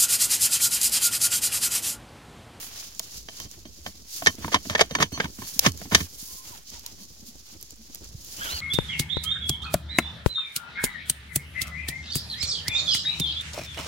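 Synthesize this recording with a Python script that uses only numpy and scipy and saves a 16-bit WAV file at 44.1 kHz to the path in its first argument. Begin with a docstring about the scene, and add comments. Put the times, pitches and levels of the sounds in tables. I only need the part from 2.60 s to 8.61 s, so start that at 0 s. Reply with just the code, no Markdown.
"""Dry grass within arm's reach of two microphones, over a low outdoor rumble. A padded sleeve swishes
as an arm moves, and stalks snap. A gloved hand works a rusty iron rod to and fro in a half-buried pipe:
faint knocks, then hard clanks and grinding that shake the soil. The iron falls quiet but for a last faint
scrape; cloth, soft bumps and ticking grass remain, and ribbed cloth sings as the arm is pulled away.
Iron, soil and stalks are shaped, resonating noise; cloth is fluttering noise and tones that follow its speed."""
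import sys
import numpy as np
from scipy import signal
from scipy.fft import rfft, irfft, next_fast_len
from scipy.io import wavfile

SR = 44100
rng = np.random.default_rng(int(sys.argv[2]) if len(sys.argv) > 2 else 0)


def persist_wave(psi):
    """Save psi, clipped to +-1, as 16-bit WAV."""
    counts = np.round(np.clip(psi, -1, 1) * 32767).astype(np.int16)
    wavfile.write(sys.argv[1], SR, np.atleast_2d(counts).T)


N = 264864   # length in samples
TIME = np.arange(N) / SR   # seconds
GRID = np.maximum(np.arange(4097) * SR / 8192, 1)   # filter frequencies in Hz


def from_db(db):
    """Decibels to gain."""
    return 10 ** (np.asarray(db) / 20)


def rms_one(x):
    """Scale to unit power."""
    return x / np.sqrt(np.mean(x ** 2) + 1e-20)


def at_hz(points, hz):
    """Read a curve on a log-frequency axis."""
    point_hz, value = np.transpose(points)
    return np.interp(np.log(np.maximum(hz, 1)), np.log(point_hz), value)


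def add(out, start_s, sound):
    """Mix a stereo sound in at its start time."""
    i = int(np.clip(round(start_s * SR), 0, N - 1))
    out[:, i:i + sound.shape[1]] += sound[:, :N - i]


def drift(rate_hz):
    """Smooth random wander of spread 1: noise through two equal low-pass poles, at a twentieth of SR."""
    pole = np.exp(-40 * np.pi * rate_hz / SR)
    noise = rng.standard_normal(N // 20 + 2002)
    slow = signal.lfilter([1], [1, -2 * pole, pole * pole], noise)[2000:]   # drop the settling
    return np.interp(np.arange(N) / 20, np.arange(len(slow)), rms_one(slow))


def split_filter(x, hz, kind="low", order=2):
    """Keep the part of a sound below or above one frequency."""
    return signal.sosfilt(signal.butter(order, hz, kind, fs=SR, output="sos"), x)


def convolve_unit(x, response):
    """Filter both channels with a response scaled to unit energy."""
    return signal.fftconvolve(x, response[None] / np.linalg.norm(response), axes=1)[:, :N]


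def colour(x, curve_db):
    """Causal (minimum-phase) filter of unit power with the given dB curve on GRID."""
    cepstrum = irfft(np.log(from_db(curve_db)))
    half = len(cepstrum) // 2
    folded = np.r_[cepstrum[0], 2 * cepstrum[1:half]]
    response = irfft(np.exp(rfft(folded, 2 * half)))[:half]
    return convolve_unit(x, response)


def resonate(x, hz, width_hz):
    """One resonance of gain 1 at its top."""
    return signal.lfilter(*signal.iirpeak(hz, hz / width_hz, fs=SR), x)


def stroke(middle_s, half_s):
    """One bell-shaped move: the arm speeds up and slows down."""
    return np.exp(-np.minimum(((TIME - middle_s) / half_s) ** 2, 30))


# How alike the two microphones hear iron, soil and stalks, and how alike they hear cloth and air.
# Each row: frequency in Hz, likeness of left and right from 0 to 1.
IRON_LIKENESS = [(100, 1), (1000, 0.81), (2200, 0.52), (3500, 0.61), (7000, 0.222), (16000, .15)]
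CLOTH_LIKENESS = [(40, 0.53), (250, 0.93), (800, 0.57), (1600, 0.16), (4000, 0.075), (16000, 0.045)]


def stereo_noise(likeness, lag_ms):
    """White noise at two microphones; the shared part reaches the right one later."""
    size = next_fast_len(N)
    left, other = rfft(rng.standard_normal((2, size)))
    hz = np.arange(len(left)) * SR / size
    alike = np.clip(at_hz(likeness, hz), 0, 1)
    shared = alike * left * np.exp(-2j * np.pi * hz * lag_ms / 1000)
    right = shared + np.sqrt(1 - alike ** 2) * other
    return irfft(np.array([left, right]), size)[:, :N]


def pan(x, right_db):
    """Lean a sound to the right by a level difference between the microphones."""
    return x * from_db(np.array([[-right_db], [right_db]]) / 2)


def friction(spectrum, flutter_db, grain_db):
    """Noise whose level wanders slowly and finely; on cloth, countless fibre slips clumped by folds."""
    unevenness_db = flutter_db * drift(22.6) + grain_db * drift(888)
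    slips = stereo_noise(CLOTH_LIKENESS, lag_ms=0.278) * from_db(unevenness_db)
    return colour(rms_one(slips), at_hz(spectrum, GRID))


# Spectrum of the low rumble outdoors.
# Each row: frequency in Hz, relative density in dB per Hz.
RUMBLE = [(20, -38), (40, -11), (54, 7.5), (66, -4.5), (82, 0.5), (120, -9), (220, -9), (330, -11.5),
          (600, -21), (1500, -33.5), (4000, -48)]


def outdoor_rumble():
    """A steady bed of low noise whose level flutters."""
    return from_db(-52.0) * friction(RUMBLE, flutter_db=5.5, grain_db=0.5)


TICKS_PER_S, TICK_T60_S = 14, 0.012
TICK_FLOOR_DB, TICK_SPREAD_DB = -48.5, 4.5
TICK_LOW_HZ, TICK_HIGH_HZ, TICK_WIDTH_HZ = 4990, 7600, 2200


def ticks():
    """Bent blades of grass spring back at random, each a tiny crack at a pitch of its own."""
    out, t = np.zeros((2, N)), TIME[:SR // 40]
    noise = stereo_noise(IRON_LIKENESS, lag_ms=0.13)
    shape = from_db(-60 * t / TICK_T60_S)
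    for when, size, pitch in rng.random((int(TICKS_PER_S * N / SR), 3)):
        i = int(when * (N - len(t)))
        hz = TICK_LOW_HZ + pitch * (TICK_HIGH_HZ - TICK_LOW_HZ)
        flick = resonate(noise[:, i:i + len(t)] * shape, hz, TICK_WIDTH_HZ)
        db = TICK_FLOOR_DB + TICK_SPREAD_DB * min(-np.log(1 - size), 2.5)   # few are much louder
        add(out, i / SR, from_db(db) * rms_one(flick) * np.sqrt(np.mean(shape ** 2)))
    return out


# Spectrum of breaking and ticking dry stalks, also used for the snaps further down.
# Each row: frequency in Hz, relative density in dB per Hz.
SNAP = [(200, -19), (650, -14.5), (1500, -25), (3000, -10.5), (5300, -5), (7000, -3), (8300, -12.5),
        (12000, -4.5), (15600, -5.5)]


def crackle(per_s, spread_db):
    """Dry blades of grass tick as the sleeve brushes them: sparse random impulses, coloured."""
    born = rng.random(N) < per_s / SR
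    size_db = spread_db * np.minimum(rng.exponential(1, N), 3)
    sizes = from_db(size_db) * rng.standard_normal((2, N))
    return colour(rms_one(born * sizes), at_hz(SNAP, GRID))


# Ribbed cloth slides on cloth and sings, close to the microphones.
# Each row: time of the fastest slide in seconds, speeding up in seconds, slowing down in seconds,
# top rate in ribs per second, share of speed lost at the ends, level in dB before the common trim.
ZIPS = [(3.81, 0.16, 0.054, 1040, 0.025, -57.5), (3.899, .03, 0.082, 1060, .5, -52.5),
        (4.173, 0.053, 0.018, 970, 0.69, -55), (4.268, 0.031, 0.056, 1000, .3, -57),
        (5.84, 0.079, 0.086, 3270, 0.23, -39.5), (5.976, 0.13, 0.074, 4550, 0.55, -35),
        (5.825, 0.0198, .09, 1640, .28, -37), (5.94, .05, 0.07, 3050, 0.25, -41),
        (5.942, 0.068, 0.033, 1470, .15, -47)]


def zips(level_db, wobble, spread, swell):
    """Pitch and level arch with the speed of the passing ribs, blurred by folds that slide unevenly."""
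    out = np.zeros((2, N))
    waver = 1 + wobble * drift(327)
    for s, rise_s, fall_s, top_hz, lost, db in ZIPS:
        arch = 1 - np.minimum(((TIME - s) / np.where(TIME < s, rise_s, fall_s)) ** 2, 1)
        ribs_per_s = top_hz * (1 - lost * (1 - arch)) * waver
        phase = 2 * np.pi * np.cumsum(ribs_per_s) / SR
        blur = drift(spread * top_hz) + 1j * drift(spread * top_hz)
        tone = np.real(blur * np.exp(1j * phase)) * arch ** swell * from_db(db + level_db)
        out += [tone, np.interp(TIME - 0.0003, TIME, tone)]   # the right microphone hears it later
    return out


# Spectra of the sleeve's bright swish and of its fuller rub.
# Each row: frequency in Hz, relative density in dB per Hz.
SWISH = [(1000, -30), (2400, -15.5), (3400, -7.5), (4800, 1), (6200, 1), (7100, 0), (8000, -10),
         (10000, -7), (13000, -8.5), (15600, -8)]
RUB = [(150, 1.5), (400, -3.5), (650, -1.5), (1150, -1), (1800, -0.5), (2600, 0.5), (3300, 2.5),
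       (5000, -11), (9000, -34.5)]
# The sleeve swishes once with each move of the arm.
# Each row: time of the fastest motion in seconds, half length in seconds, swish drive in dB,
# rub in dB relative to the swish, top octave in dB relative to the swish.
STROKES = [(0.023, .06, -37, -9, 7.5), (0.187, 0.15, -39, -10.5, -1), (0.46, 0.072, -44, -12, 0),
           (0.563, 0.051, -36.5, -17.5, -0.5), (0.798, 0.072, -40.5, -13.5, -3.5),
           (0.93, .04, -48.5, -12, 3), (1.277, 0.042, -43.5, -10, 1.5), (1.569, 0.068, -36, -18, 3),
           (1.66, 0.077, -40.5, -11, 3.5), (1.874, 0.12, -41.5, -8, 1), (2.081, 0.058, -39, -16, -2),
           (2.231, 0.046, -50, 0, 1), (2.415, 0.041, -43.5, 0, -8), (2.544, .03, -45, -19, -4),
           (2.623, 0.038, -44, 0, 1), (2.906, 0.15, -39.5, -13, 4.5), (3.055, 0.038, -30.5, -4.5, 0.5),
           (3.213, 0.077, -42, -14, 1.5), (3.39, 0.075, -35, -9.5, 4), (3.683, 0.14, -41.5, -15, 6.5),
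           (3.865, 0.039, -43.5, -11, 1.5), (3.922, 0.085, -45, -5, 4.5), (4.14, 0.066, -40.5, -16, -6),
           (4.272, 0.052, -46.5, -8.5, 0), (4.42, 0.037, -44, -20.5, -0.5), (4.54, 0.02, -48, -21.5, -1),
           (4.684, 0.028, -42.5, -19, 3), (4.925, 0.035, -46.5, -15, -1), (5.348, 0.036, -46.5, -13.5, -4),
           (5.449, 0.023, -48.5, -7.5, -6), (5.75, 0.13, -40, -18, 2.5), (5.908, 0.12, -34.5, -6, 2)]
RESTING_DB, RESTING_RUB_DB, RESTING_TOP_DB = -48, -17, -2.5   # the last two relative to the first
FIDGET_DB, FIDGET_RATE_HZ = 1.2, 8


def sleeve():
    """Each arm move drives swish, ticking grass and rub, adding in power; between moves the cloth creeps."""
    resting = from_db(RESTING_DB + FIDGET_DB * drift(FIDGET_RATE_HZ))
    power = np.outer(from_db([0, RESTING_RUB_DB, RESTING_TOP_DB]), resting) ** 2
    for s, half_s, db, rub_db, top_db in STROKES:
        power += np.outer(from_db([db, db + rub_db, db + top_db]), stroke(s, half_s)) ** 2
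    swish_gain, rub_gain, top_gain = np.sqrt(power)
    swish = from_db(-1.27) * friction(SWISH, flutter_db=1.9, grain_db=1.5)
    swish = swish + from_db(-13.5) * crackle(per_s=200, spread_db=-0.5)
    top = signal.sosfiltfilt(signal.butter(4, 7800, "high", fs=SR, output="sos"), swish)
    rub = from_db(1.0) * friction(RUB, flutter_db=-2.2, grain_db=3.0)
    singing = zips(level_db=0.2, wobble=0.016, spread=0.033, swell=0.9)
    return (swish - top) * swish_gain + top * top_gain + rub * rub_gain + singing


# Soft bumps of glove and sleeve.
# Each row: time of the middle in seconds, level in dB, pitch in Hz, half length in seconds.
BUMPS = [(0.86, -46, 111, 0.013), (1.225, -40, 68, 0.013), (2.967, -34, 217, 0.0041),
         (3.435, -31, 85, 0.023), (3.63, -36.5, 207, 0.0025), (4.188, -60, 205, 0.012),
         (4.42, -45.5, 200, 0.013), (4.691, -45.5, 232, 0.013), (4.941, -51.5, 228, 0.02),
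         (5.208, -47.5, 223, 0.019), (5.552, -26, 84, 0.0042), (5.948, -31, 75.3, 0.014)]


def bumps():
    """Padded contacts swell and fade as short low tones under a bell-shaped envelope."""
    out = np.zeros(N)
    for (s, db, hz, half_s), phase in zip(BUMPS, rng.uniform(0, 2 * np.pi, len(BUMPS))):
        out += from_db(db) * stroke(s, half_s) * np.cos(2 * np.pi * hz * (TIME - s) + phase)
    return out


# Dry stalks snap in the grass.
# Each row: start in seconds, level in dB before the common trim, pitch of the stalk in Hz.
SNAPS = [(0.025, -48, 5500), (0.395, -17.5, 4600), (0.8006, -29, 3470), (0.9133, -34, 6000),
         (1.753, -36, 5500), (2.9928, -2, 5340), (3.119, -30, 5500), (3.175, -32.5, 6200),
         (4.102, -34.5, 6160), (4.195, -37, 5230), (4.263, -24.5, 4200), (4.757, -47, 7160),
         (5.012, -38, 11700), (5.027, -31.5, 11700), (5.107, -34, 7200), (5.3474, -28, 12200),
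         (5.356, -34, 5000), (5.4432, -37.5, 6640), (5.6467, -35, 12500)]


def snaps(level_db, crack_t60, tail_db, tail_t60, stalk_db, stalk_width_hz):
    """A stalk cracks and rings briefly at its own pitch; the grass around scatters a short tail."""
    out, t = np.zeros((2, N)), TIME[:SR // 16]
    noise = stereo_noise(IRON_LIKENESS, lag_ms=0.14)
    shape = from_db(-60 * t / crack_t60) + from_db(tail_db - 60 * t / tail_t60)
    for s, db, hz in SNAPS:
        crack = noise[:, int(s * SR):int(s * SR) + len(t)] * shape
        crack = crack + from_db(stalk_db) * resonate(crack, hz, stalk_width_hz)
        add(out, s, from_db(db + level_db) * rms_one(crack) * np.sqrt(np.mean(shape ** 2)))
    return colour(out, at_hz(SNAP, GRID))


# The soil's answer to a shove.
# Each row: frequency in Hz, relative density in dB per Hz.
SOIL = [(30, -38.5), (60, -15.5), (85, 7.5), (120, -7), (190, 4), (280, 1), (360, -8), (700, -29.5)]


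def thuds(rows, wave_db, weight, shudder_db, shudder_t60, start_hz, end_hz, glide_s, rise_s, t60):
    """Loose soil shudders at each shove and sends a ground wave, higher tones first, that grows with weight."""
    waves, shoves, t = np.zeros((2, N)), np.zeros((2, N)), TIME[:SR // 4]
    clods = colour(stereo_noise(IRON_LIKENESS, lag_ms=0.076), at_hz(SOIL, GRID))
    onset = 1 - np.exp(-t / rise_s)
    for (s, db), (pitch_chance, phase) in zip(rows, rng.standard_normal((len(rows), 2))):
        hz = end_hz + (start_hz - end_hz) * np.exp(-t / glide_s)
        hz = hz * np.exp(0.15 * pitch_chance)
        wave = np.sin(2 * np.pi * np.cumsum(hz) / SR + phase) * onset
        fading_db = db + wave_db + weight * (db + 15.0) - 60 * t / t60
        add(waves, s, np.tile(wave * from_db(fading_db), (2, 1)))
        shape = onset * from_db(-60 * t / shudder_t60)
        shudder = np.roll(clods, -int(s * SR), axis=1)[:, :len(t)] * shape
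        add(shoves, s, rms_one(shudder) * np.sqrt(np.mean(shape ** 2)) * from_db(db + shudder_db))
    return waves + shoves


# The rod drags over rust inside the pipe.
# Each row: start in seconds, length before the fade-out in seconds, level in dB,
# drive of the freely ringing rod in dB relative to that level.
DRAGS = [(1.673, 0.025, -35.5, -11.5), (1.814, 0.028, -45.5, -2), (1.915, 0.021, -25.5, -16),
         (2.092, 0.046, -37, -16), (2.172, 0.0097, -27, -22), (2.195, 0.009, -18, -35),
         (2.289, 0.074, -50.5, 6.5), (2.401, 0.025, -23, -33), (2.518, 0.046, -51.5, 15),
         (2.61, 0.032, -41.5, -25), (2.806, 0.048, -52.5, 7.5), (3.024, 0.026, -36, -22),
         (3.043, 0.026, -21.5, -34), (3.309, 0.032, -28.5, -15), (3.352, 0.057, -39, -24),
         (4.374, 0.06, -66, 12.5)]


def drags(grit_db, edge_s):
    """Rust catches and slips in uneven grains while the rod slides; gives the force on pipe and on rod."""
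    grit = rms_one(stereo_noise(IRON_LIKENESS, lag_ms=0.2) * from_db(grit_db * drift(340)))
    on_pipe, on_rod = np.zeros(N), np.zeros(N)
    for s, length, db, ring_db in DRAGS:
        ramps = np.minimum(TIME - s, s + length + edge_s - TIME) / edge_s
        pressure = from_db(db) * np.clip(ramps, 0, 1)
        on_pipe += pressure
        on_rod += pressure * from_db(ring_db)
    return grit * on_pipe, grit * on_rod


# The rod strikes the pipe.
# Each row: start in seconds, level in dB before the common trim, treble in dB before its own trim,
# drive of the soil thud in dB, favoured resonance in Hz.
CLANKS = [(0.398, -39, -8, -47, 626), (0.686, -36, -4, -48, 700), (0.7995, -45, 3, -43.5, 500),
          (0.853, -50.5, -2, -45.5, 500), (1.053, -46, -2.5, -37, 600), (1.2625, -27, -10, -35, 630),
          (1.621, -25.5, -24, -32, 680), (1.661, -18.5, 3, -31, 1860), (1.669, -9, -4, -27, 1800),
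          (1.783, -45.5, -24, -32, 600), (1.8438, -22.5, -28, -25, 1050), (1.8787, -26.5, -21, -32, 940),
          (1.943, -9, -6, -23.5, 1060), (1.958, -22, -14, -37, 755), (2.052, -39, -12, -27.5, 706),
          (2.097, -25.5, -1, -25.5, 590), (2.150, -12, -12.5, -29.5, 1836), (2.193, -15.5, -8, -37, 706),
          (2.209, -6.5, -3, -24, 710), (2.309, -30, -5.5, -27, 496), (2.350, -16.5, -4.5, -28, 1010),
          (2.386, -23.5, -32, -29, 623), (2.401, -19, -9.5, -22.5, 1150), (2.424, -12, -2.5, -25.5, 960),
          (2.519, -41.5, -16, -26, 697), (2.575, -27.5, -16, -30.5, 1070), (2.6, -13.5, -16.5, -32, 1634),
          (2.641, -30.5, -4, -24.5, 1530), (2.653, -28, -38, -44, 900), (2.785, -40.5, -22, -30.5, 1040),
          (2.818, -32.5, -29, -34.5, 955), (3.062, -10.5, -1.5, -17, 1134), (3.215, -34.5, -31, -33, 694),
          (3.253, -41, -29, -32.5, 780), (3.321, -21.5, -27, -21, 940), (3.347, -11.5, 9, -22, 1830),
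          (3.404, -30.5, 0, -26, 1850)]
RATTLE_T60_S = 0.03   # the main rattle of every blow dies away alike
FREE_RING_DB = -33   # drive of the rod, relative to the blow, when the row's level is 0 dB
RING_DAMPING = 0.67   # a harder blow presses the rod tighter (dB of drive lost per dB of blow)


def clanks(level_db, treble_db, split_hz, favour_db, favour_width_hz, crush, rise_s, tail_db, tail_t60, grit_db):
    """Each blow is a tight rattle of rusty contacts and a weak shudder; gives the force on pipe and rod."""
    grit = stereo_noise(IRON_LIKENESS, lag_ms=0.2) * from_db(grit_db * drift(600))
    dull = split_filter(grit, split_hz)
    bright = split_filter(grit, split_hz, "high")
    on_pipe, on_rod, t = np.zeros((2, N)), np.zeros((2, N)), TIME[:SR // 5]
    decay = from_db(-60 * t / RATTLE_T60_S) + from_db(tail_db - 60 * t / tail_t60)
    shape = (1 - np.exp(-t / rise_s)) * decay
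    for s, db, tilt_db, thud_db, hz in CLANKS:
        part = slice(int(s * SR), int(s * SR) + len(t))
        knock = dull[:, part] * shape
        # the point of contact favours one mode
        knock = rms_one(knock + from_db(favour_db) * resonate(knock, hz, favour_width_hz))
        # harder blows crush the rust finer
        top_hz = np.clip(14000 * from_db(crush * (db + tilt_db - 3)), 7000, 20000)
        crunch = rms_one(split_filter(bright[:, part] * shape, top_hz))
        blow = knock - from_db(tilt_db + treble_db) * crunch
        blow = blow * from_db(db + level_db) * np.sqrt(np.mean(shape ** 2))
        add(on_pipe, s, blow)
        add(on_rod, s, blow * from_db(FREE_RING_DB - RING_DAMPING * db))
    return on_pipe, on_rod


# Modes of the rod when it swings free.
# Each row: frequency in Hz, level in dB before the common trim, time to fall 60 dB in seconds.
ROD = [(1099, -7, 0.11), (3130, -3, .11), (3240, -10.5, .12), (4380, 1, 0.18), (6056, 0.5, 0.136),
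       (6150, -3.5, 0.14)]


def rod(force):
    """The loose rod rings on in a few thin modes; the shifting grip damps now one, now another."""
    t, out = TIME[:SR // 3], 0
    for hz, db, t60 in ROD:
        response = from_db(-60 * t / t60) * np.sin(2 * np.pi * hz * t)
        share = from_db(db - 4.5 + 2 * drift(2.2))
        out = out + convolve_unit(force * share, response)
    return out


# Broad colour of iron crushing rust.
# Each row: frequency in Hz, relative level in dB.
RUST = [(60, -26), (170, -23.5), (300, -11.5), (520, -11.5), (900, -10.5), (2000, -17), (2600, -11),
        (4500, -13.5), (6600, -12), (8000, -22), (12000, -22), (16000, -28)]
# Resonances of the half-buried pipe.
# Each row: frequency in Hz, width in Hz, relative level in dB.
PIPE = [(436, 44, 0), (641, 108, -1.5), (1110, 300, -3), (1544, 87, -4), (1780, 90, 2), (1970, 98, -7.5),
        (2214, 160, -0.5), (3080, 29, 2.5), (3305, 94, -2.5), (3694, 90, -3.5), (3850, 44, -8.5),
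        (4500, 22, -11), (4790, 210, -5.5), (5520, 49, -3.5), (6160, 110, -9.5), (6450, 120, -4)]


def pipe(force):
    """The soil-damped pipe: short resonances standing on the broad colour of crushed rust."""
    power = from_db(at_hz(RUST, GRID)) ** 2
    for hz, width, db in PIPE:
        power = power + from_db(db) ** 2 / (1 + (2 * (GRID - hz) / width) ** 2)
    return colour(force, 10 * np.log10(power))


def scene():
    """Iron, soil, stalks and sleeve within arm's reach, over a low outdoor rumble."""
    air = outdoor_rumble()
    stalks = snaps(level_db=1.5, crack_t60=0.012, tail_db=-17.5, tail_t60=0.0165,
                   stalk_db=2.5, stalk_width_hz=2340)
    shoves = [(s, thud_db) for s, db, tilt_db, thud_db, hz in CLANKS]
    soil = thuds(shoves, wave_db=3, weight=1.0, shudder_db=-1.5, shudder_t60=0.11,
                 start_hz=239, end_hz=64.8, glide_s=0.0152, rise_s=0.0029, t60=0.2)
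    drag_pipe, drag_rod = drags(grit_db=-1, edge_s=0.012)
    blow_pipe, blow_rod = clanks(level_db=-5, treble_db=8.0, split_hz=2500, favour_db=10.5,
                                 favour_width_hz=110, crush=0.18, rise_s=0.001,
                                 tail_db=-18.5, tail_t60=0.078, grit_db=3.5)
    iron = pipe(blow_pipe + drag_pipe) + rod(blow_rod + drag_rod)
    mix = pan(air, right_db=3.0) + pan(sleeve(), right_db=2.0)
    mix = mix + pan(stalks + ticks(), right_db=3.5) + pan(soil + bumps(), right_db=3.5)
    return mix + pan(iron, right_db=2.0)


def record(dry):
    """The microphones shed deep bass, the sharpest peaks overload, and the top is cut."""
    thinned = split_filter(dry, 36, "high", order=3)
    clipped = 1.1 * np.tanh(thinned / 1.1) - 0.0022   # the converter sits a little below zero
    return signal.sosfiltfilt(signal.cheby1(10, 0.1, 15850, fs=SR, output="sos"), clipped)


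dry = scene()
out = record(dry)
persist_wave(out)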